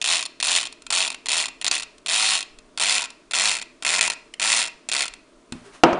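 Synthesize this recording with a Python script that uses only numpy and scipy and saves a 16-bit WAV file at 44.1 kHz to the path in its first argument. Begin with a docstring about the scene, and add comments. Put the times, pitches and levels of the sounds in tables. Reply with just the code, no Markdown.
"""Electric lock pick in a padlock

An electric lock pick runs in short bursts in a padlock held over a wooden desk, close to the microphone.
Each motor turn flings the needle against the pins and lets it slap back: impulses excite chatter and resonances.
The motor spins up and coasts down every time; single ticks of the needle or pins fall just before, after or
between the bursts. A fan hums in the small room as narrow noise bands; at the end the pick and the lock are put
down and ring decaying modes of barrel and desk.
"""
import sys
import numpy as np
from scipy import signal
from scipy.fft import rfft, irfft
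from scipy.io import wavfile

SR = 44100
rng = np.random.default_rng(int(sys.argv[2]) if len(sys.argv) > 2 else 0)


def to_wav(s):
    """Save 16-bit WAV."""
    ch = np.atleast_2d(s).T  # columns
    pcm = np.round(np.clip(ch, -1, 1) * 32767)  # PCM
    wavfile.write(sys.argv[1], SR, pcm.astype(np.int16))


N = 264159
TIME = np.arange(N) / SR  # s

# soft bumps of the pick's barrel on the desk: start_s, level_db
BARREL_BUMPS = [(5.523, -28.5), (5.554, -32), (5.617, -43.5)]


def from_db(db):
    """Logarithmic level: decibels to an amplitude gain."""
    return 10 ** (np.asarray(db) / 20)


def unit_energy(x):
    """Energy normalization: the squares of the result sum to one."""
    return x / np.sqrt(np.sum(x ** 2) + 1e-20)


def through(x, response):
    """Linear superposition: convolve with a causal impulse response."""
    return signal.fftconvolve(x, response)[:N]


def colour(points, size=4096):
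    """Minimum phase: fold the cepstrum of a spectral shape (frequency_hz, level_db) into a causal response."""
    hz, db = np.transpose(points)
    grid = np.maximum(np.fft.rfftfreq(size, 1 / SR), 1)
    level_db = np.interp(np.log(grid), np.log(hz), db)
    cepstrum = irfft(np.log(from_db(level_db)))
    cepstrum[1:size // 2] *= 2
    cepstrum[size // 2 + 1:] = 0
    return unit_energy(irfft(np.exp(rfft(cepstrum))))


def clicks(times, gains):
    """Impulsive excitation: each blow is a single sample."""
    at = np.clip(np.round(np.asarray(times) * SR).astype(int), 0, N - 1)
    return np.bincount(at, gains, N)


def single_blows(rows, force_db):
    """Impulsive excitation: one blow for each row of time and level."""
    times, level_db = np.transpose(rows)
    return clicks(times, from_db(level_db + force_db))


def dying(power, t60, rise=.0001):
    """Exponential energy decay: smear each blow's energy over a quick rise and a decay; return an amplitude."""
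    decay_pole = np.exp(-2 * np.log(1000) / (t60 * SR))
    rise_pole = np.exp(-1 / (rise * SR))
    for r in decay_pole, rise_pole:
        power = signal.lfilter([1 - r], [1, -r], power + 1e-18)
    return np.sqrt(power)


def dense_ring(t60, size=30000):
    """Modal overlap: countless overlapping modes sound as noise that dies away."""
    decay = np.exp(-np.log(1000) * TIME[:size] / t60)
    return unit_energy(rng.standard_normal(size) * decay)


def resonance(x, hz, width_hz):
    """Damped oscillator: a two-pole resonance with gain 1 at its peak."""
    r = np.exp(-np.pi * width_hz / SR)
    zeros = np.array([1, 0, -1]) * (1 - r * r) / 2
    poles = [1, -2 * r * np.cos(2 * np.pi * hz / SR), r * r]
    return signal.lfilter(zeros, poles, x + 1e-18)


def ring(blows, hz, t60):
    """Free vibration: a unit blow starts a decaying sine of initial height 1."""
    r = np.exp(-np.log(1000) / (t60 * SR))
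    w = 2 * np.pi * hz / SR
    return signal.lfilter([0, np.sin(w)], [1, -2 * r * np.cos(w), r * r], blows + 1e-18)


def cut(x, hz, kind):
    """Band limitation: a second-order low- or high-pass."""
    return signal.sosfilt(signal.butter(2, hz, kind, fs=SR, output="sos"), x)


def in_time(rows):
    """Piecewise-linear control: join the rows of a curve by straight lines."""
    s, *columns = np.transpose(rows)
    return [np.interp(TIME, s, column) for column in columns]


def pick_motor(start, release, last_kick, top, spin_up, force_db, first_db, count=48):
    """Cam-driven impacts: motor phase, the integral of speed, times the needle's blows and carries the hum."""
    # motor hum at top speed: multiple_of_speed, level_db
    hum_orders = [(2, -69), (3, -55.5), (4, -50.5), (5, -48)]
    run_out_s = .032  # from the last kick to standstill
    last_kick_db, coast_loss_db = -10.5, -15.5  # the loss builds up over the whole coast

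    age = np.maximum(TIME - start, 0)
    coasted = np.clip((TIME - release) / (last_kick + run_out_s - release), 0, 1)
    spun_up = 1 - .8 * np.exp(-age / spin_up)
    speed = top * spun_up * (1 - coasted) * (TIME >= start)  # turns/s
    turns = np.cumsum(speed) / SR
    turning = speed > 0

    # the needle hits once a turn and slaps back before half the turn is over, at the latest by its own spring
    chance = rng.standard_normal((4, count))
    turn = np.arange(count)
    hits = np.interp(turn, turns[turning], TIME[turning])
    driven_slaps = np.interp(turn + .41, turns[turning], TIME[turning])
    slaps = np.minimum(driven_slaps, hits + .0085)
    when = np.array([hits + .0001 * chance[0], slaps + .00018 * chance[1]])
    contact_db = np.array([[0], [-3.5]]) + 1.4 * chance[2:]

    # the first turn takes up the slack; an unpowered motor hits ever more softly
    loss_db = first_db * (turn == 0) + coast_loss_db * np.interp(when, TIME, coasted)
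    gains = from_db(force_db + loss_db + contact_db) * (when < last_kick)
    # the spring throws the needle one last time, then it rests
    kick = clicks([last_kick], [from_db(force_db + last_kick_db)])

    hum = np.zeros(N)
    for order, db in hum_orders:
        hum[turning] += from_db(db) * np.sin(2 * np.pi * round(order) * turns[turning])
    return clicks(when.ravel(), gains.ravel()) + kick, hum * (speed / top) ** 2


def jammed(blows):
    """Stick and release: a blow wedges the needle, it is silent while it sticks, and another blow frees it."""
    # the needle wedges under a pin and breaks free: stick_s, free_s, freeing_level_db
    jam_times = [(1.08, 1.1023, -6), (1.679, 1.7127, 3.5), (3.9912, 4.01, 3), (4.077, 4.1, 1.5)]
    wedge_db = -2  # the wedging blow against the freeing one
    sticks, frees, level_db = np.transpose(jam_times)
    moving = np.all([(TIME < begin) | (TIME > end) for begin, end in zip(sticks, frees)], axis=0)
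    wedging = clicks(sticks, from_db(level_db + wedge_db))
    freeing = clicks(frees, from_db(level_db))
    return blows * moving + wedging + freeing


def pin_chatter(blows):
    """Random multiple impact: each blow catches other pins, so its gritty burst has a new colour every time."""
    edges = np.geomspace(900, 11000, num=8)  # Hz
    out = np.zeros(N)
    for low, high in zip(edges, edges[1:]):
        strength = blows * from_db(3.2 * np.clip(rng.standard_normal(N), -2, 2))
        grit = rng.standard_normal(N) * from_db(2.5 * rng.standard_normal(N))
        burst = grit * dying(strength ** 2, t60=.0095, rise=.001)
        out += signal.sosfilt(signal.butter(2, [low, high], "band", fs=SR, output="sos"), burst)
    return out


def lock_rattle(blows, grip):
    """Forced modal response: blows push the lock body, ring its casing and set the pins chattering."""
    # rattle colour with the lock held open, and cupped: frequency_hz, level_db
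    open_colour = [(71, -61.5), (120, -21), (250, -22), (485, -24), (639, -3.5), (873, -3), (1090, -8),
                   (1690, -15.5), (1920, -8.5), (2190, -11), (2630, -2), (4170, 0.5), (4740, -8),
                   (9700, -8.5), (12600, -49), (21300, -120)]
    cupped_colour = [(71, -60), (120, -30), (194, -6.5), (442, -12), (940, 2.5), (1150, -16), (1330, 2),
                     (1660, -7.5), (1960, 1.5), (2680, -1.5), (3870, -9.5), (6240, -8), (7230, -3.5),
                     (9700, -10), (12600, -40.5), (21300, -120)]
    # resonances of needle and lock body: frequency_hz, width_hz, level_db
    steel_modes = [(650, 197, -1), (950, 65, -22), (1105, 46, -7), (1340, 40, -31), (2080, 44, -38.5),
                   (2530, 18, 6.5), (2490, 11, -5), (2717, 15, 10), (3144, 53, -8), (4310, 94, -14.5),
                   (4170, 110, 6), (5450, 190, -8.5), (7005, 157, 7.5), (8930, 500, -3.5)]

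    chatter = pin_chatter(blows)
    slow_start = 1 - np.exp(-TIME[:2000] / .0008)
    casing = unit_energy(dense_ring(t60=.012, size=2000) * slow_start)
    # the snap of a caught pin varies from blow to blow
    snap = blows * from_db(4 * np.clip(rng.standard_normal(N), -1.5, 1.5))
    clatter = from_db(-6) * through(blows, casing) + from_db(-1.5) * chatter + from_db(-4) * snap

    # the low part takes the unvaried blows and so carries the pitch of the motor
    contact = cut(clatter, 1000, "high") + from_db(-5) * cut(blows, 1200, "low")
    held_open = through(contact, colour(open_colour))
    cupped = through(contact, colour(cupped_colour))
    body = (1 - grip) * held_open + grip * cupped

    ringing = np.zeros(N)
    for k, (hz, width_hz, db) in enumerate(steel_modes):
        ringing += (-1) ** k * from_db(db) * resonance(contact, hz, width_hz)  # alternating polarity

    # a lock that is cupped in the hand sits loosely and knocks dully against the wrench
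    knock = grip * (resonance(snap, 627, width_hz=140) - 0.71 * resonance(snap, 343, width_hz=72))
    shudder = cut(cut(snap, 130, "low"), 68, "high")
    return from_db(4.0) * body + from_db(5.5) * ringing + from_db(-0.5) * knock + from_db(-9.5) * shudder


def barrel():
    """Impact and friction: the pick bumps softly onto the desk and slides with a faint rubbing tone."""
    # low modes rung by the bumps: frequency_hz, level_db, t60_s
    barrel_modes = [(115, -13.5, 0.43), (170.6, -16, 0.32), (200, -32, 0.36), (244, 1.5, 0.16),
                    (318, -6, 0.068)]
    # the barrel slides over the desk: time_s, rustle_db, rubbing_tone_db
    slide_curve = [(5.51, -100, -100), (5.53, -48, -90), (5.63, -55, -75), (5.66, -48, -48),
                   (5.72, -55, -46), (5.75, -44, -64), (5.82, -59, -71), (5.85, -100, -90)]

    blows = single_blows(BARREL_BUMPS, 0)
    thud = sum(from_db(db) * ring(blows, hz, t60) for hz, db, t60 in barrel_modes)
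    rustle_db, tone_db = in_time(slide_curve)
    rustle_colour = colour([(70, -15.5), (150, -8.0), (600, -3.5), (1200, 0), (2500, -6.5), (9000, -14.5)])
    rustle = through(rng.standard_normal(N), rustle_colour)
    narrow = resonance(rng.standard_normal(N), 402, width_hz=15)
    tone = unit_energy(resonance(narrow, 402, width_hz=15)) * np.sqrt(N)  # RMS 1
    return thud + from_db(rustle_db) * rustle + from_db(tone_db) * tone


def desk():
    """Modal impact: metal set down on wood gives a crack, the modes of the desk top and a dense dull ring."""
    # knocks on the desk: start_s, level_db, contact_bandwidth_hz, crack_db
    knock_rows = [(5.8355, -3, 2500, -6.5), (5.8496, -29, 705, -23), (5.862, -33, 877, -23),
                  (5.9298, -21.5, 1400, -4.5)]
    # desk top: frequency_hz, level_db, t60_s
    desk_modes = [(143, -27, 0.18), (230, -41, 0.18), (339, -8.5, 0.18), (433, -32, 0.073),
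                  (507, -9.5, 0.1), (630, -31, 0.1), (695, -19, 0.056), (724, 2.5, 0.024), (810, -3, 0.032),
                  (950, -12.5, 0.16), (1258, -4.5, 0.052), (1470, -25, .1), (1950, -22, .06),
                  (2734, 1, 0.026), (3130, -23, 0.13)]
    # colour of the crack, and of the dense ring after it: frequency_hz, level_db
    crack_colour = [(59, -23), (100, -68), (350, -21), (1030, 0), (2140, -13), (2700, -8), (3530, -22),
                    (5610, -16.5), (10000, -48), (13000, -69), (22000, -120)]
    boom_colour = [(35, -64), (60, -32), (226, 1), (421, 3), (458, -3.5), (619, 6.5), (909, -0.5),
                   (1590, -8.5), (1800, -14), (2600, -14), (5980, -38.5), (10000, -49), (13000, -88),
                   (22000, -120)]

    times, level_db, contact_hz, crack_db = np.transpose(knock_rows)
    modes = np.zeros(N)
    for hz, db, t60 in desk_modes:
        # a soft contact reaches only the low modes
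        gains = from_db(level_db + db) / (1 + (hz / contact_hz) ** 2)
        modes += ring(clicks(times, gains), hz, t60)
    crack_power = clicks(times, from_db(level_db + crack_db)) ** 2
    crack = rng.standard_normal(N) * dying(crack_power, t60=0.036)
    boom_power = clicks(times, from_db(level_db)) ** 2
    boom = rng.standard_normal(N) * dying(boom_power, t60=0.6)
    coloured_crack = from_db(25.5) * through(crack, colour(crack_colour))
    coloured_boom = from_db(23) * through(boom, colour(boom_colour))
    return from_db(4.0) * modes + coloured_crack + coloured_boom


def room(x):
    """Diffuse reverberation: a small furnished room adds a decaying tail, strongest in the low treble."""
    walls = colour([(200, -8.0), (1000, 3), (1800, -0.5), (2500, 2.0), (3400, -5.0), (4800, -3.5),
                    (10000, -16.5)])
    late = np.pad(dense_ring(t60=0.44), (int(.008 * SR), 0))  # starts after 8 ms
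    return x + from_db(-20) * through(through(x, walls), late)


def background():
    """Filtered noise: steady air, narrow wavering fan tones, and a deep rumble that comes and goes."""
    # room air: frequency_hz, level_db
    air_colour = [(15, -26), (25, -1), (65, -30), (200, -16), (271, -9.5), (470, -12), (506, -24.5),
                  (603, -10), (815, -27.5), (972, -19.5), (1220, -21), (1380, -22.5), (1690, -26),
                  (10000, -35.5), (13000, -56.5), (22000, -120)]
    # fan tones: frequency_hz, level_db
    fan_tones = [(260, -66), (335, -69.5), (452, -72)]

    air = from_db(-55) * through(rng.standard_normal(N), colour(air_colour))
    tones = np.zeros(N)
    for hz, db in fan_tones:
        tones += from_db(db) * unit_energy(resonance(rng.standard_normal(N), hz, width_hz=3.6))
    swell_db = 11.0 * np.interp(TIME, np.linspace(0, TIME[-1], num=50), rng.standard_normal(size=50))
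    deep_noise = cut(rng.standard_normal(N), 26, "low")
    rumble = from_db(-66.5) * unit_energy(deep_noise * from_db(swell_db))
    return air + (tones + rumble) * np.sqrt(N)  # from unit energy to unit RMS


def scene():
    """Superposition: pick, pins and lock reverberate; barrel, desk and background are added directly."""
    # trigger pulls: first_blow_s, release_s, last_kick_s, top_speed_turns_per_s, spin_up_s, force_db,
    # first_turn_db
    trigger_pulls = [(0.015, 0.154, 0.26, 101.3, 0.058, 0.5, -4.5),
                     (0.401, 0.571, 0.67, 91, 0.036, -0.5, -4.5),
                     (0.9041, 1.025, 1.1444, 93.7, 0.018, -1, 0),
                     (1.2587, 1.405, 1.485, 92, 0.043, -1, -5.5),
                     (1.6138, 1.754, 1.832, 84.4, 0.059, -2, -6.5),
                     (2.0614, 2.342, 2.427, 109.7, 0.033, -1, -3.5),
                     (2.7755, 2.965, 3.056, 107.3, 0.034, -1, -5.5),
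                     (3.3102, 3.486, 3.624, 111.3, 0.0507, -0.5, -8),
                     (3.8239, 4.067, 4.134, 90, 0.032, -0.94, -7.5),
                     (4.3976, 4.602, 4.68, 114, 0.02, -1, -1.5),
                     (4.888, 5.017, 5.08, 73.3, 0.029, -1.5, -2)]
    # single ticks of the needle or pins just before, after or between the bursts: start_s, level_db
    stray_ticks = [(0.7254, -27), (0.821, -33), (0.8659, -21.5), (1.9815, -37), (2.5874, -30),
                   (3.104, -28.5), (4.3387, -23), (5.1379, -27)]
    # the hand closes round the lock: time_s, grip (0 = held open, 1 = cupped)
    grip_curve = [(0, 0.2), (1.4, 0.29), (2.4, 0.24), (2.8, 0.46), (3.5, 0.47), (3.95, 0.63), (4.6, 0.51),
                  (5.1, 0.54)]

    blows, hum = np.sum([pick_motor(*pull) for pull in trigger_pulls], axis=0)
    grip, = in_time(grip_curve)
    ticks = single_blows(stray_ticks, force_db=8)
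    jolt = single_blows(BARREL_BUMPS[:1], force_db=16.5)  # the first bump shakes the needle
    rattle = lock_rattle(jammed(blows) + ticks + jolt, np.clip(grip, 0, 1))
    return (room(rattle + hum) + barrel() + desk() + background())[None]


def record(dry):
    """Saturation and band limitation: the loudest knock overloads the input; the top is cut steeply."""
    cutoff_hz = 10100
    clipped = np.clip(dry, -1, 1)
    return signal.sosfilt(signal.ellip(10, .3, 78, cutoff_hz, fs=SR, output="sos"), clipped)


dry = scene()
out = record(dry)
to_wav(out)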